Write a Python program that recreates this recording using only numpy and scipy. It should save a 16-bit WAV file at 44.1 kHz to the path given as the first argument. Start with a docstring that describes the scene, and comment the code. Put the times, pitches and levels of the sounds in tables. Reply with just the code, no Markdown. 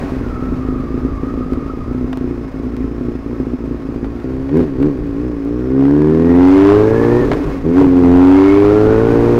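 """A lumpy, misfiring idle from a four-cylinder motorcycle, the microphone close beside its silencer.
Two throttle blips and a faint third follow, then two hard pulls with a pop and a short overrun between.
Firing pulses ring the pipe and gas rasps at the outlet. Behind them the valve gear clatters,
gears whine and a thin whistle wavers, while moving air buffets the microphone."""
import sys
import numpy as np
from scipy import signal
from scipy.fft import rfft, irfft, next_fast_len
from scipy.io import wavfile
from scipy.ndimage import uniform_filter1d, map_coordinates

SR = 44100
rng = np.random.default_rng(int(sys.argv[2]) if len(sys.argv) > 2 else 0)


def materialize(psi):
    """Save the field psi as 16-bit PCM at rate SR to the path in sys.argv[1].

    A 1-D psi becomes a single channel; in a 2-D psi each row is a channel.
    """
    bounded = np.clip(np.atleast_2d(psi).T, -1, 1)
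    quanta = np.round(bounded * 32767).astype(np.int16)
    wavfile.write(sys.argv[1], SR, quanta)


N = 414099
TIME = np.arange(N) / SR
THROTTLE_S = 4.24  # the idle ends here
# Mesh cycles per firing of the primary drive and of the two gears used in the pulls.
PRIMARY, FIRST_MESH, SECOND_MESH = 22.3, 15, 13
# Runs of hard firings at idle. Each row: start and end in seconds, firings per hard firing.
LOPES = [(.04, .261, 3), (.425, .614, 3), (.65, .835, 2), (.906, 1.123, 2), (1.234, 1.376, 2),
         (1.41, 1.572, 3), (1.627, 1.773, 2), (1.88, 2.077, 2), (2.177, 2.311, 2), (2.378, 2.45, 2),
         (2.598, 2.912, 2), (2.981, 3.154, 2), (3.262, 3.536, 2), (3.606, 3.746, 2), (3.816, 3.96, 2),
         (4.03, 4.103, 2)]
# Throttle blips. Each row: opening and shutting in seconds, top firings a second, drive in dB.
BLIPS = [(4.503, 4.6, 88, -10.5), (4.77, 4.865, 77, -12), (5.14, 5.262, 63, -19)]


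def idle(cycles, hard_db=-9.5, weak_db=-16, stagger_s=.0014, lead_s=.00098, miss_share=.15, burble=.28):
    """Cylinders burn in loping groups: hard firings with weaker ones between, some nearly missing."""
    runs = []
    for start, end, every in LOPES:
        first, last = np.interp([start, end], TIME, cycles)
        runs.append(np.linspace(first, last, round((last - first) / every) + 1))
    hard_s = np.interp(np.concatenate(runs), cycles, TIME)
    hard_s += stagger_s * rng.standard_normal(len(hard_s))
    hard = amp(hard_db + 2.5 * rng.standard_normal(len(hard_s)))
    # weak firings fill the gaps at the pace of the crank
    marks_s = np.concatenate([[0], hard_s, [THROTTLE_S]])
    steps = np.maximum(1, np.round(np.diff(np.interp(marks_s, TIME, cycles))))
    counts = np.concatenate([[0], np.cumsum(steps)])
    between = np.setdiff1d(np.arange(counts[-1]), counts)
    weak_s = np.interp(between, counts, marks_s)
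    weak = amp(weak_db + 2 * np.clip(rng.standard_normal(len(weak_s)), -2, 1))
    weak *= np.where(rng.random(len(weak)) < miss_share, .3, 1)
    train = pulses(weak_s - lead_s, weak) + pulses(hard_s - lead_s, hard)
    return pipe(train + burble * afterflow(train))


def revs(cycles, speed, drive_db, jitter_s_per_db=.00003, burble=.34):
    """Under throttle every cylinder fires; load and speed heat the pipe and shift its voice."""
    # Relative strength of each of the four cylinders in dB.
    cylinders = [0.59, -1.68, 0.66, -0.47]
    fire_s = firing_times(cycles)
    fire_s = fire_s[fire_s > THROTTLE_S]
    size_draw, time_draw = rng.standard_normal((len(fire_s), 2)).T
    rough = roughness(speed)
    scatter_db = np.interp(fire_s, TIME, rough)
    # the cylinders differ most at high speed, which puts lines between the firing orders
    imbalance = np.interp(np.interp(fire_s, TIME, speed), [60, 100, 116], [.7, .8, 2])
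    sizes = amp(imbalance * np.resize(cylinders, len(fire_s)) + scatter_db * size_draw)
    train = pulses(fire_s + jitter_s_per_db * scatter_db * time_draw, sizes)
    train += burble * rough * afterflow(train)
    load = 1 / (.5 + np.exp((-16 - drive_db) / 4))
    fast = np.interp(speed, [90, 112], [0, 1])
    note = pipe(train * (1 - load), heat=1.01)
    note += pipe(train * load * (1 - fast), voice=1, heat=1.0243, edge_hz=479)
    note += pipe(train * load * fast, voice=2, heat=1.071, edge_hz=511)
    return steady(note) * amp(drive_db + 1.22 + .85 * load) * (TIME > THROTTLE_S)


def engine_speed(stumble_sag=3.5, inertia_s=.06, coast_s=.135, rest_speed=51):
    """Firings a second: the crank sags between lopes, spins up and coasts in each blip, then pulls."""
    # The idle settles, then creeps up. Each row: time in seconds, firings a second.
    idle_speed = [(0, 87), (.2, 68), (.35, 61.5), (.7, 55.5), (1.7, 56.5), (2.05, 59.5), (3.6, 58.5),
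                  (4.1, 55.5), (4.24, 63.9), (4.36, 65.1), (4.5, 68.8)]
    # One list per pull. Each row: time in seconds, firings a second.
    pull_speed = [
        [(5.45, 56.7), (6.01, 74.7), (6.61, 97.5), (7.0, 114.6), (7.19, 121.3), (7.34, 115.6), (7.54, 93.43)],
        [(7.65, 77.6), (7.8, 95.2), (7.87, 90), (8.09, 87.3), (9.16, 115.9), (9.39, 118)],
    ]
    stumbles = sum(1. * ((TIME > lope[1]) & (TIME < after[0])) for lope, after in zip(LOPES, LOPES[1:]))
    speed = curve(idle_speed) - stumble_sag * smooth(stumbles, inertia_s)
    for opens, shuts, top, _ in BLIPS:
        rise = np.interp(TIME, [opens, shuts], [np.interp(opens, TIME, speed), top])
        coast = np.exp(-np.maximum(TIME - shuts, 0) / coast_s)
        speed = np.where(TIME < opens, speed, rest_speed + (rise - rest_speed) * coast)
    pulls = np.concatenate(pull_speed)
    return smooth(np.where(TIME < pulls[0, 0], speed, curve(pulls)), .02)


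def drive(light_db=-21.5, attack_s=.044, release_s=.07):
    """How hard the pipe is driven, in dB: a swell from light throttle for each blip, then the pulls."""
    # First pull, overrun and second pull. Each row: time in seconds, drive in dB.
    pull_drive = [
        [(5.45, -18), (5.664, -19), (5.81, -10), (6.22, -11.5), (6.42, -6.5), (6.712, -5.5), (6.906, -12.5),
         (7.17, -11), (7.2, -13)],
        [(7.25, -15), (7.59, -23), (7.6, -27)],
        [(7.63, -26), (7.658, -13.5), (7.746, -13), (7.78, -5.5), (7.888, -10.5), (7.918, -10), (8.296, -5),
         (9.04, -11.5), (9.174, -11), (9.39, -11.5)],
    ]
    blips = [curve([(opens, light_db), (opens + attack_s, db),
                    (shuts, db), (shuts + release_s, light_db)]) for opens, shuts, _, db in BLIPS]
    pulls = np.concatenate(pull_drive)
    return np.where(TIME < pulls[0, 0], np.max(blips, axis=0), curve(pulls))


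def firing_times(cycles):
    """Moments at which an exhaust valve opens."""
    return TIME[1:][np.diff(np.floor(cycles)) > 0]


def roughness(speed, firm_db=.42, coast_db=3, full_slowing=65):
    """Scatter of firing strength in dB: burning turns uneven when the engine slows from high speed."""
    slowing = np.clip(-np.gradient(speed) * SR / full_slowing, 0, 1)
    return firm_db + coast_db * slowing * np.interp(speed, [75, 98], [.15, 1])


def afterflow(train, decay_s=.019):
    """Each firing trails a turbulent gust as strong as the pulse itself."""
    keep = np.exp(-1 / (decay_s * SR))
    energy = signal.lfilter([1 - keep], [1, -keep], train ** 2)
    return np.sqrt(energy) * rng.standard_normal(N)


def pipe(train, voice=0, heat=.94, edge_hz=470):
    """Blunt pressure pulses ring the standing waves, which hotter gas tunes upward."""
    # Modes of pipe and silencer. Each row: frequency in Hz before heat scales it, width in Hz,
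    # then relative dB for three voices: throttle shut, pulling, high speed.
    modes = [(60.5, 24, 1, -20, -34.5), (144, 34.8, 0.5, -3.5, -0.5), (239, 130, -24, -15, -33.5),
             (269.8, 22.6, 10, 7.5, 10), (355.2, 33, -24.5, -6.5, 5), (370.7, 12.4, -2.5, -6, 3.5),
             (467, 8.4, -29.5, -20.5, -7.5)]
    t = TIME[:SR // 5]
    ring = sum(amp(db[voice]) * width * np.exp(-np.pi * width * t) * np.cos(2 * np.pi * hz * heat * t)
               for hz, width, *db in modes)
    response = signal.sosfilt(signal.butter(6, edge_hz, fs=SR, output="sos"), ring)
    return signal.oaconvolve(train, response / np.abs(response).max())[:N]


def steepen(note, lean_s=.00005):
    """Crests travel faster than troughs, so loud waves lean forward and gain overtones."""
    return note + lean_s * SR * note * np.gradient(note)


def rasp(note, cycles, speed, drive_db, puff_db=5, puff_lag=.059, hiss_db=-31, sizzle_from=.68):
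    """Turbulence at the outlet comes in one puff per firing; the strongest crests sizzle."""
    # Gas noise at a drive of -10 dB. Each row: firings a second, level in dB.
    gas_level = [(58, -42.5), (88, -39.5), (98, -31.5), (118, -33)]
    # Colours of the jet and of its sizzle. Each row: frequency in Hz, relative level in dB.
    jet_colour = [(100, -19.5), (350, -1.5), (700, 7.5), (950, 2.5), (1400, -0.5), (2200, -8),
                  (3200, -14.5), (5000, -21.5), (8000, -33.5), (15000, -50)]
    sizzle_colour = [(400, -21), (1000, 10), (2500, -7.5), (5000, -13.5), (8000, -16), (15000, -27)]
    jet = noise(jet_colour)
    flow = amp(puff_db * np.cos(2 * np.pi * (cycles - puff_lag)) + 1.4 * wobble(120))
    level_db = np.interp(speed, *np.transpose(gas_level)) + 1.3 * (drive_db + 10)
    puffs = (steady(flow * jet) + bark(cycles)) * amp(level_db)
    crests = np.clip(smooth(np.abs(note), .0004) / sizzle_from - 1, 0, .3)
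    sizzle = crests * amp(-27 + 3.5 * wobble(90)) * noise(sizzle_colour)
    return puffs + amp(hiss_db) * note * jet + sizzle


def bark(cycles, band_hz=(770, 1110), scatter_db=4.5, delay_s=.0015):
    """The steep front of every pulse gives the rasp a crisp, pitched edge."""
    fire_s = firing_times(cycles)
    fronts = pulses(fire_s + delay_s, amp(scatter_db * rng.standard_normal(len(fire_s))))
    return steady(signal.sosfilt(signal.butter(2, band_hz, "band", fs=SR, output="sos"), fronts))


def pops(gain_db=-2.5, ticks_per_s=1.2):
    """Sharp cracks die away in the silencer; fainter ticks come at random while the engine idles."""
    # Exhaust cracks. Each row: start in seconds, relative level in dB, seconds to fall 60 dB.
    cracks = [(1.5341, -22, 0.028), (2.1299, -14.5, 0.024), (2.173, -24, 0.037), (2.767, -24.5, 0.02),
              (4.0445, -24.5, 0.047), (4.201, -28.5, .025), (4.4922, -22, 0.029), (4.5727, -22, 0.0091),
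              (4.8265, -13, .025), (7.3159, -8, 0.044), (7.3334, -12, .03)]
    # Their colour. Each row: frequency in Hz, relative level in dB.
    crack_colour = [(150, -9.5), (600, 14), (1800, 0.5), (4000, -15.5), (6500, -26.5), (15000, -52)]
    ticks = [(start, -34, .07) for start in rng.uniform(0, THROTTLE_S, round(ticks_per_s * THROTTLE_S))]
    envelope, age = np.zeros(N), TIME[:SR // 10]
    for start, db, t60 in list(cracks) + ticks:
        envelope[round(start * SR):][:len(age)] += amp(db + gain_db - 60 * age / t60)
    return envelope * noise(crack_colour)


def clatter(cycles, speed, early_db=4.5, settle_s=1.2):
    """Valve gear and chain rattle in step with the crank and ring the casings, louder at the start."""
    # Settled clatter. Each row: firings a second, level in dB.
    rattle_level = [(56, -39), (70, -38), (90, -31), (120, -27)]
    # Colour of the rattling metal. 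Each row: frequency in Hz, relative level in dB.
    metal_colour = [(150, -25), (500, 8.5), (900, -0.5), (1200, -1.5), (1600, -4.5), (2500, -13),
                    (3100, -18.5), (4500, -21.5), (6300, -25.5), (7800, -32), (15000, -37.5)]
    ticking = amp(.5 * np.cos(2 * np.pi * cycles) + 1.1 * wobble(90))
    level_db = np.interp(speed, *np.transpose(rattle_level)) + early_db * np.exp(-TIME / settle_s)
    return unit(casing(ticking * noise(metal_colour))) * amp(level_db)


def whine(cycles, speed, backlash=.99, flutter_db=3.5, fade_s=.094, octave_db=16.5, idle_speed=56):
    """Gear meshes sing at multiples of the crank speed, blurred by backlash, louder as they speed up."""
    # Spells of whine. Each row: start and end in seconds, mesh cycles per firing, relative level in dB.
    spells = [(.25, 1.95, PRIMARY, -35.5), (1.95, 4.3, PRIMARY, -49.5), (5.6, 6.6, PRIMARY, -50),
              (8.35, 8.65, PRIMARY, -46.5), (6.6, 7.25, FIRST_MESH, -50), (8.199, 9.15, SECOND_MESH, -45.5)]
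    meshes = np.zeros(N)
    for start, end, mesh, db in spells:
        tone = np.sin(2 * np.pi * mesh * cycles + backlash * (wobble(160) + 2 * wobble(22)))
        gate = smooth(1. * ((TIME >= start) & (TIME <= end)), fade_s)
        meshes += tone * gate * amp(db + flutter_db * wobble(60))
    return casing(meshes) * amp(octave_db * np.log2(speed / idle_speed) - 1)


def casing(vibration):
    """Vibration reaches the air through the ringing metal casings."""
    # Casing modes. Each row: frequency in Hz, width in Hz, strength in dB.
    modes = [(1093, 45, 2), (1874, 17, 1.5), (2174, 11, 4.5), (2510, 77, -2.5)]
    return filtered(vibration, lambda f: 1 + sum(
        amp(db) * 1j * f * width / (hz * hz - f * f + 1j * f * width) for hz, width, db in modes))


def buffet(gain_db=5, gust_db=2):
    """Moving air thumps on the microphone."""
    # Strength of the buffeting. Each row: time in seconds, relative level in dB.
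    air_level = [(0.1, -29), (0.25, -26.5), (3.43, -40.5), (5.05, -31), (5.51, -41.5), (7.4, -28),
                 (7.76, -33.5), (7.79, -34), (9.2, -26), (9.3, -30.5)]
    # Colour of the rumble. Each row: frequency in Hz, relative level in dB.
    air_colour = [(8, -8.5), (25, -3.5), (50, 1), (100, -6.5), (200, -10.5), (500, -26.5), (1500, -75)]
    gusts = noise(air_colour) * amp(gust_db * wobble(12))
    return unit(gusts) * amp(curve(air_level) + gain_db)


def whistle(waver_hz=70, flutter_db=1.5, level_db=-64):
    """A thin, hoarse note from the running engine wavers high above the rest."""
    # Centre of the whistle. Each row: time in seconds, frequency in Hz.
    pitch = [(0, 5130), (1.8, 4910), (2.2, 5120), (3.6, 5170), (4.25, 4650), (4.9, 4670), (5.4, 5210),
             (7.2, 5230), (7.6, 4900)]
    hz = curve(pitch) + waver_hz * (wobble(10) + 2 * wobble(400) + wobble(120))
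    return np.sin(2 * np.pi * np.cumsum(hz) / SR) * amp(level_db + flutter_db * wobble(22))


def amp(db):
    return 10 ** (np.asarray(db) / 20)


def unit(x):
    return x / np.sqrt(np.mean(x ** 2) + 1e-20)


def curve(rows):
    """One value per sample from (seconds, value) rows."""
    return np.interp(TIME, *np.transpose(rows))


def wobble(rate):
    """A smooth random curve, rate knots a second."""
    grid = np.arange(0, N * rate / SR + 1, 1 / 8)
    knots = rng.standard_normal(int(grid[-1]) + 4)
    return np.interp(TIME * rate, grid, map_coordinates(knots, [grid]))


def smooth(x, seconds):
    """Triangular running mean."""
    size = max(1, int(seconds * SR))
    return uniform_filter1d(uniform_filter1d(x, size), size)


def steady(x):
    """x held at rms 1 over a few firings."""
    return x / np.sqrt(np.abs(smooth(x ** 2, .04)) + 1e-12)


def filtered(x, response):
    """x shaped by a response of frequency."""
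    size = next_fast_len(N + SR // 2)
    return irfft(rfft(x, size) * response(np.fft.rfftfreq(size, 1 / SR)), size)[:N]


def noise(colour):
    """Noise of rms 1, coloured by (Hz, dB) rows on a log axis."""
    hz, db = np.transpose(colour)
    white = rng.standard_normal(N)
    return unit(filtered(white, lambda f: amp(np.interp(np.log(f + 1), np.log(hz), db))))


def pulses(seconds, sizes):
    """Single pulses at the given times."""
    return np.bincount(np.clip(np.round(seconds * SR).astype(int), 0, N - 1), sizes, N)


def overload(x, top, order):
    """The biggest swings flatten at their crests."""
    return x / (1 + np.abs(x / top) ** order) ** (1 / order)


def scene():
    """Beside the silencer: exhaust and machinery follow the crank, with air on the microphone."""
    speed, drive_db = engine_speed(), drive()
    cycles = np.cumsum(speed * (1 + .0017 * wobble(25))) / SR  # one cycle per firing
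    note = idle(cycles) + revs(cycles, speed, drive_db)
    boom = overload(steepen(note) + buffet(), top=.72, order=10)
    outlet = rasp(note, cycles, speed, drive_db) + pops()
    machinery = clatter(cycles, speed) + whine(cycles, speed) + whistle()
    return (boom + outlet + machinery)[None]


def record(dry):
    """One close microphone: the highest peaks round off and nothing passes above its band limit."""
    return np.array([filtered(overload(x, top=1.0, order=24), lambda hz: hz < 15750) for x in dry])


dry = scene()
out = record(dry)
materialize(out)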